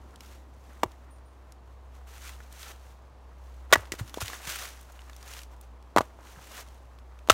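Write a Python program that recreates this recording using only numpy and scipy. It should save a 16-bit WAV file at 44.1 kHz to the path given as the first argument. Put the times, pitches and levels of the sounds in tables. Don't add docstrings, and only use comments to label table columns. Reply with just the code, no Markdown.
import sys
import numpy as np
from scipy import signal
from scipy.fft import rfft, irfft
from scipy.io import wavfile

SR = 44100
rng = np.random.default_rng(int(sys.argv[2]) if len(sys.argv) > 2 else 0)


def store_wav(level_fs):
    pcm = np.round(np.clip(np.atleast_2d(level_fs), -1, 1) * 32767)
    wavfile.write(sys.argv[1], SR, pcm.T.astype(np.int16))


N = 323253

# time_s, pitch_hz, level_db
MOTOR_NOTE = [(0.0, 65.3, -48), (0.18, 65.9, -51.5), (0.42, 64.8, -46), (0.9, 64.8, -48.5),
              (1.6, 63, -50.5), (1.72, 63.6, -47), (2.14, 64.7, -48), (2.25, 63.8, -45.5),
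              (3.12, 63.9, -50.5), (3.43, 63, -46.5), (3.7, 63.8, -45.5), (4.37, 62.4, -50), (5.3, 62, -48),
              (5.66, 60.2, -46), (5.9, 62.5, -49.5), (6.41, 61.7, -51.5), (6.74, 62.3, -46),
              (6.9, 62.7, -50.5), (7.08, 61.2, -45.5), (7.33, 62.6, -50)]
# frequency_hz, strength_db
TRAFFIC_TONE = [(20, 3), (40, 6), (75, 0), (100, 5.5), (190, -5.5), (330, -7.5), (500, -2.5), (1030, -3.5),
                (1440, -12.5), (1900, -18), (4000, -24.5), (8000, -32.5), (16000, -42.5)]
# time_s, level_db
TRAFFIC_DRONE = [(0.0, -60.5), (1.4, -67), (3.5, -70.5), (4.1, -60), (4.9, -68.5), (6.2, -66.5),
                 (6.59, -62), (6.82, -71), (7.33, -68)]
# full_at_s, rise_s, hold_s, fall_s, crackle_db, crunch_above_crackle_db
RUSTLES = [(0.02, 0.062, .12, 0.18, -71.5, 5), (0.216, .05, 0.14, 0.13, -59.5, -5),
           (0.67, .25, 0.15, 0.18, -66, 1), (0.864, 0.033, 0.085, 0.09, -69, 3),
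           (1.952, .06, 0.013, 0.088, -65, -8), (2.088, 0.034, .09, 0.082, -56.5, -4.5),
           (2.256, 0.12, 0.025, 0.13, -47, -6.5), (2.419, 0.054, 0.025, 0.14, -62, -3.5),
           (2.524, 0.036, .04, .1, -55.5, -16), (2.62, 0.11, 0.084, 0.068, -48, -7.5),
           (2.864, 0.35, .05, .1, -63.5, -9), (3.438, 0.12, 0.18, 0.24, -70, -3),
           (3.706, .015, .02, .02, -58, 7), (3.774, 0.013, 0.011, 0.16, -53, 5),
           (3.921, 0.0042, 0.013, 0.06, -46.5, -8), (3.992, 0.015, 0.0055, 0.035, -43.5, -1.5),
           (4.024, .1, 0.078, 0.056, -57.5, -5), (4.166, .05, 0.018, 0.065, -50, -1.5),
           (4.207, 0.0054, 0.014, 0.031, -35, -6.5), (4.253, .03, .09, 0.12, -45.5, -3.5),
           (4.449, .15, 0.029, 0.063, -46, -1), (4.471, 0.0097, 0.045, 0.28, -38.5, -5),
           (4.606, 0.078, 0.036, 0.095, -41.5, -6.5), (4.9, 0.12, 0.29, 0.11, -65, 2),
           (5.322, 0.21, 0.065, 0.087, -48.5, -5), (5.518, 0.055, 0.016, .08, -66, -2),
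           (5.62, 0.016, .02, 0.079, -65.5, -0.5), (6.018, .05, 0.0062, 0.12, -59, 4),
           (6.277, 0.14, 0.048, 0.18, -56.5, 3), (6.43, .15, 0.053, 0.12, -56.5, -7),
           (6.549, 0.13, 0.058, 0.043, -47, -3), (6.648, .05, 0.06, 0.28, -64, 0),
           (7.2, 0.11, 0.09, .05, -73.5, -16.5)]
# frequency_hz, strength_db
CRACKLE_AT_MIC = [(710, -35), (1200, -8), (1410, -4), (1950, -6), (2830, -6), (4960, -10.5), (6160, -8),
                  (10500, -14.5), (13500, -15), (16000, -18)]
# frequency_hz, strength_db
CRUNCH_TONE = [(200, -26), (400, -11), (700, -7), (1300, -6.5), (2000, -12.5), (3000, -25.5), (5000, -40)]
# start_s, peak_db, centre_hz
TWIG_SNAPS = [(0.108, -53, 4000), (0.1583, -40.5, 3980), (0.2068, -33, 3800), (0.9182, -45.5, 3270),
              (1.522, -39.5, 5700), (1.952, -51, 3880), (2.526, -38.5, 7040), (2.6303, -28, 2060),
              (3.8546, -39, 2630), (3.991, -38.5, 4270), (4.078, -39, 3750), (4.0951, -37, 3960),
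              (4.2595, -31, 2620), (4.281, -22.5, 2560), (4.473, -29.5, 2500), (4.493, -24, 5000),
              (4.5227, -26, 3000), (4.8114, -41, 9550), (4.8286, -44, 5940), (4.921, -44, 7600),
              (4.9562, -49, 3330), (5.0182, -45, 3940), (5.077, -54, 2630), (5.1319, -39, 2930),
              (5.1645, -38, 6280), (5.2277, -36, 4510), (5.336, -31.5, 2890), (5.391, -30, 1990),
              (5.4335, -36, 4420), (5.6119, -41, 9240), (5.826, -50, 3666), (6.2707, -43, 2590),
              (6.686, -45, 3880), (6.987, -48.5, 2850), (7.1898, -44, 2650)]
# start_s, peak_db, pitch_hz, spread_octaves, splinter_db
WOOD_HITS = [(0.8321, -20, 1710, 0.27, -32.5), (0.8336, -6, 920, 0.23, -25),
             (0.8363, -25.5, 340, 0.17, -62), (0.838, -23, 795, .42, -62), (0.860, -38, 800, .5, -55),
             (2.404, -36.5, 1550, 0.18, -51), (3.716, -29, 900, .6, -55), (3.726, -3, 1550, 0.098, -9.5),
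             (3.7275, -4.5, 640, 0.13, -28), (3.730, -4.5, 1150, 0.1, -14.5),
             (3.733, -0.5, 1806, 0.31, -11.5), (3.7357, -3, 2040, 0.16, -10.5),
             (3.745, -22, 1160, 0.88, -27), (3.756, -10, 1740, 0.21, -26), (3.759, -9.5, 1120, 0.48, -41),
             (3.920, -30, 394, 0.69, -23.5), (3.923, -31, 1915, 0.017, -35), (3.938, -30, 504, 0.19, -52),
             (3.998, -30, 1646, 0.55, -50), (4.142, -28.5, 1150, 0.28, -30), (4.173, -22.5, 531, 0.15, -42),
             (4.183, -31, 960, .1, -46), (4.206, -43, 1660, .5, -39), (4.217, -23, 1190, 0.44, -36.5),
             (4.300, -30, 1236, 0.1, -39), (4.333, -26, 1900, .5, -41), (4.992, -36.5, 2900, .17, -53),
             (5.097, -36.5, 1480, 0.34, -45.5), (5.963, -3, 720, 0.52, -23), (5.966, -18, 809, 0.35, -40),
             (5.972, -11, 863, 0.4, -32.5), (5.9731, -3, 1150, 0.65, -29),
             (5.982, -12.5, 2400, 0.38, -35.5), (5.9832, -11.5, 944, 0.13, -21),
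             (5.984, -4, 1030, 0.39, -32), (5.988, -21, 940, 0.059, -43), (6.007, -12, 660, .5, -38),
             (6.009, -18, 1187, 0.24, -38.5), (6.015, -27.5, 980, 0.78, -40),
             (6.189, -40, 831, 0.46, -67.5), (7.275, -35, 1210, 0.23, -43.5),
             (7.287, -23.5, 700, 0.49, -38.5), (7.2979, 0.5, 3400, .3, -14),
             (7.2989, -2.5, 746, .15, -12.5), (7.3013, 2.5, 1330, 0.043, -13.5),
             (7.3021, -10, 1214, 0.062, -19), (7.307, -23, 1300, .5, -26), (7.3172, -29, 2070, 0.081, -24),
             (7.326, -31, 1150, .3, -30)]
# pitch_hz, strength_db, free_ring_s
WOOD_NOTES = [(261, -20, 0.033), (360, 1, 0.056), (483, -8, 0.013), (659, -1, 0.032), (720, -4.5, 0.0076),
              (818, -6, 0.046), (970, 3.5, 0.031), (1150, 5, 0.031), (1310, 4.5, 0.019), (1460, 3.5, 0.042),
              (1719, 8.5, 0.034), (1932, 4, 0.044), (2070, -9, 0.011), (2400, 0.5, 0.0052),
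              (2900, -3.5, 0.018), (3570, 0, 0.027), (4200, -20, 0.014)]
# frequency_hz, strength_db
SPLINTER_AT_MIC = [(500, -39), (1200, -9), (2000, 1), (3300, -2), (5000, -8), (6600, -5), (10300, -16),
                   (13000, -13.5), (16000, -19), (17000, -55)]
# start_s, peak_db, pitch_hz, ring_s
SOIL_THUDS = [(0.855, -30.5, 84, 0.038), (3.773, -30, 92, 0.11), (3.926, -33, 72.7, 0.054),
              (4.01, -24, 108, 0.075), (4.223, -29, 98, 0.11), (4.474, -36.5, 149.3, 0.029),
              (5.986, -31, 99, 0.09), (6.373, -41.5, 148, 0.047), (7.31, -25, 80, 0.12)]
# start_s, gain_db
TAG_HITS = [(1.1074, -54.5), (1.1932, -69.5), (1.257, -62), (1.3643, -78)]
# pitch_hz, strength_db, ring_s
TAG_NOTES = [(9270, -6, 0.35), (13700, -19, .18)]

SNAP_FADE_S = 0.015


def from_db(db):
    return 10 ** (np.asarray(db) / 20)


def unit_level(x):
    return x / np.sqrt(np.mean(x ** 2) + 1e-20)


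def in_time(rows):
    times, *columns = np.transpose(rows)
    return [np.interp(np.arange(N) / SR, times, column) for column in columns]


def with_tone(x, tone):
    hz, db = np.transpose(tone)
    grid_hz = np.maximum(np.arange(2049) * SR / 4096, 1)
    gains = from_db(np.interp(np.log(grid_hz), np.log(hz), db))
    cepstrum = irfft(np.log(gains))
    cepstrum[1:2048] *= 2
    cepstrum[2049:] = 0
    return signal.fftconvolve(x, irfft(np.exp(rfft(cepstrum))))[:len(x)]


def drift(rate_hz):
    r = np.exp(-80 * np.pi * rate_hz / SR)
    slow = signal.lfilter([1], [1, -2 * r, r * r], rng.standard_normal(N // 40 + 2002))[2000:]
    return np.interp(np.arange(N) / 40, np.arange(len(slow)), unit_level(slow))


def dying(t, fade_s):
    return from_db(-60 * t / fade_s)


def add(out, start_s, sound):
    at = round(start_s * SR)
    out[at:at + len(sound)] += sound[:N - at]


def far_motor():
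    pitch_hz, level_db = in_time(MOTOR_NOTE)
    phase = 2 * np.pi * np.cumsum(pitch_hz) / SR + 0.22 * drift(3.1)
    return np.sqrt(2) * from_db(level_db + 1.2 * drift(3.8)) * np.sin(phase)


def far_traffic(wash_db=-57, drone_hz=(196, 371)):
    wash = unit_level(with_tone(rng.standard_normal(N), TRAFFIC_TONE))
    wash *= from_db(wash_db + 0.61 * drift(0.4))
    drone_band = signal.butter(2, drone_hz, "band", fs=SR, output="sos")
    drone = unit_level(signal.sosfilt(drone_band, rng.standard_normal(N)))
    return wash + from_db(in_time(TRAFFIC_DRONE)[0]) * drone


def tiny_breaks(per_s, uneven_db, clump_db, clump_hz, low_hz, high_hz, bands=7):
    sizes = from_db(uneven_db * np.minimum(rng.exponential(1, N), 5)) * rng.choice([-1, 1], N)
    happens = rng.random(N) < per_s / SR
    clicks = sizes * happens * from_db(clump_db * drift(clump_hz)) + 1e-18
    edges_hz = np.linspace(low_hz ** .5, high_hz ** .5, bands + 1) ** 2
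    band_of_click = rng.integers(0, bands, N)
    out = np.zeros(N)
    for k in range(bands):
        band = signal.butter(2, edges_hz[k:k + 2], "band", fs=SR, output="sos")
        out += signal.sosfilt(band, clicks * (band_of_click == k))
    return out


def rustling_leaves(strays_per_s=35):
    t = np.arange(N) / SR
    stir_db = 1.5 * drift(7.4)
    crackle_level, crunch_level = from_db(stir_db - 76), from_db(stir_db - 68.5)
    for full_at_s, rise_s, hold_s, fall_s, crackle_db, crunch_above_db in RUSTLES:
        before = np.maximum(full_at_s - t, 0) / rise_s
        after = np.maximum(t - full_at_s - hold_s, 0) / fall_s
        rustle = from_db(crackle_db - 20 * (before + after))
        crackle_level = np.hypot(crackle_level, rustle)
        crunch_level = np.hypot(crunch_level, rustle * from_db(crunch_above_db))
    strays = from_db(5) * rng.random(N) * (rng.random(N) < strays_per_s / SR)
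    crackle_level *= 1 + signal.lfilter([1], [1, -dying(1 / SR, SNAP_FADE_S)], strays + 1e-18)
    bright = tiny_breaks(20000, uneven_db=1.5, clump_db=1.0, clump_hz=53, low_hz=700, high_hz=17680)
    dull = tiny_breaks(14000, uneven_db=3.0, clump_db=3.5, clump_hz=30, low_hz=152.2, high_hz=5980)
    crackle = crackle_level * unit_level(with_tone(bright, CRACKLE_AT_MIC))
    crunch = crunch_level * unit_level(with_tone(dull, CRUNCH_TONE))
    return crackle + crunch


def snapping_twigs(half_width_octaves=0.68):
    out, t = np.zeros(N), np.arange(SR // 12) / SR
    for start_s, peak_db, centre_hz in TWIG_SNAPS:
        puff = rng.standard_normal(len(t)) * dying(t, SNAP_FADE_S)
        edges_hz = centre_hz * 2 ** (half_width_octaves * np.array([-1, 1]))
        snap = signal.lfilter(*signal.butter(1, edges_hz, "band", fs=SR), puff)
        add(out, start_s, from_db(peak_db) * snap / np.abs(snap).max())
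    return out


def struck_wood(luck_db=1.5):
    out, t = np.zeros(N), np.arange(SR // 5) / SR
    note_hz, note_db, free_ring_s = np.transpose(WOOD_NOTES)[:, :, None]
    splinters = unit_level(with_tone(rng.standard_normal(N), SPLINTER_AT_MIC))
    bass_cut = signal.butter(2, 220, "high", fs=SR)
    for start_s, peak_db, pitch_hz, spread_octaves, splinter_db in WOOD_HITS:
        spread_octaves = max(spread_octaves, .03)
        nearness = np.exp(-.5 * (np.log2(note_hz / pitch_hz) / spread_octaves) ** 2) + 0.009
        strengths = nearness * from_db(note_db + luck_db * rng.standard_normal(note_db.shape))
        ring_s = free_ring_s * 0.42 * spread_octaves ** -.3
        ring = np.sum(strengths * np.sin(2 * np.pi * note_hz * t) * dying(t, ring_s), axis=0)
        contact = np.hanning(3 + round(.6 * SR / pitch_hz))
        knock = signal.lfilter(*bass_cut, np.convolve(ring, contact)[:len(t)])
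        add(out, start_s, from_db(peak_db) * knock / np.abs(knock).max())
        tear = splinters[round(start_s * SR):][:len(t)]
        add(out, start_s, from_db(splinter_db) * tear * dying(t, fade_s=0.02)[:len(tear)])
    return out


def tree_echo(sound, dull_above_hz=3000):
    t = np.arange(SR // 2) / SR
    build_up = 1 - np.exp(-t / 0.0062)
    scatter = from_db(-50) * rng.standard_normal(len(t)) * dying(t, fade_s=0.18) * build_up
    echo = signal.fftconvolve(sound, scatter)[:N]
    return signal.lfilter(*signal.butter(1, dull_above_hz, fs=SR), echo)


def soil_thuds():
    out, t = np.zeros(N), np.arange(SR // 3) / SR
    build_up = 1 - np.exp(-t / 0.0011)
    for start_s, peak_db, pitch_hz, ring_s in SOIL_THUDS:
        thud = np.sin(2 * np.pi * pitch_hz * t) * dying(t, ring_s) * build_up
        add(out, start_s, from_db(peak_db) * thud / np.abs(thud).max())
    return out


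def collar_tag():
    out, t = np.zeros(N), np.arange(SR // 2) / SR
    ring = sum(from_db(db) * np.sin(2 * np.pi * hz * t) * dying(t, ring_s)
               for hz, db, ring_s in TAG_NOTES)
    for start_s, gain_db in TAG_HITS:
        add(out, start_s, from_db(gain_db) * ring)
    return out


def scene():
    chopping = struck_wood() + soil_thuds()
    nearby = chopping + tree_echo(chopping) + snapping_twigs() + rustling_leaves() + collar_tag()
    return (nearby + far_motor() + far_traffic())[None]


def record(dry, lowest_hz=36, highest_hz=15800):
    heard = signal.sosfilt(signal.butter(4, lowest_hz, "high", fs=SR, output="sos"), dry)
    rounded = 1.1 * np.tanh(heard / 1.1)
    return signal.sosfilt(signal.ellip(12, .5, 100, highest_hz, fs=SR, output="sos"), rounded)


dry = scene()
out = record(dry)
store_wav(out)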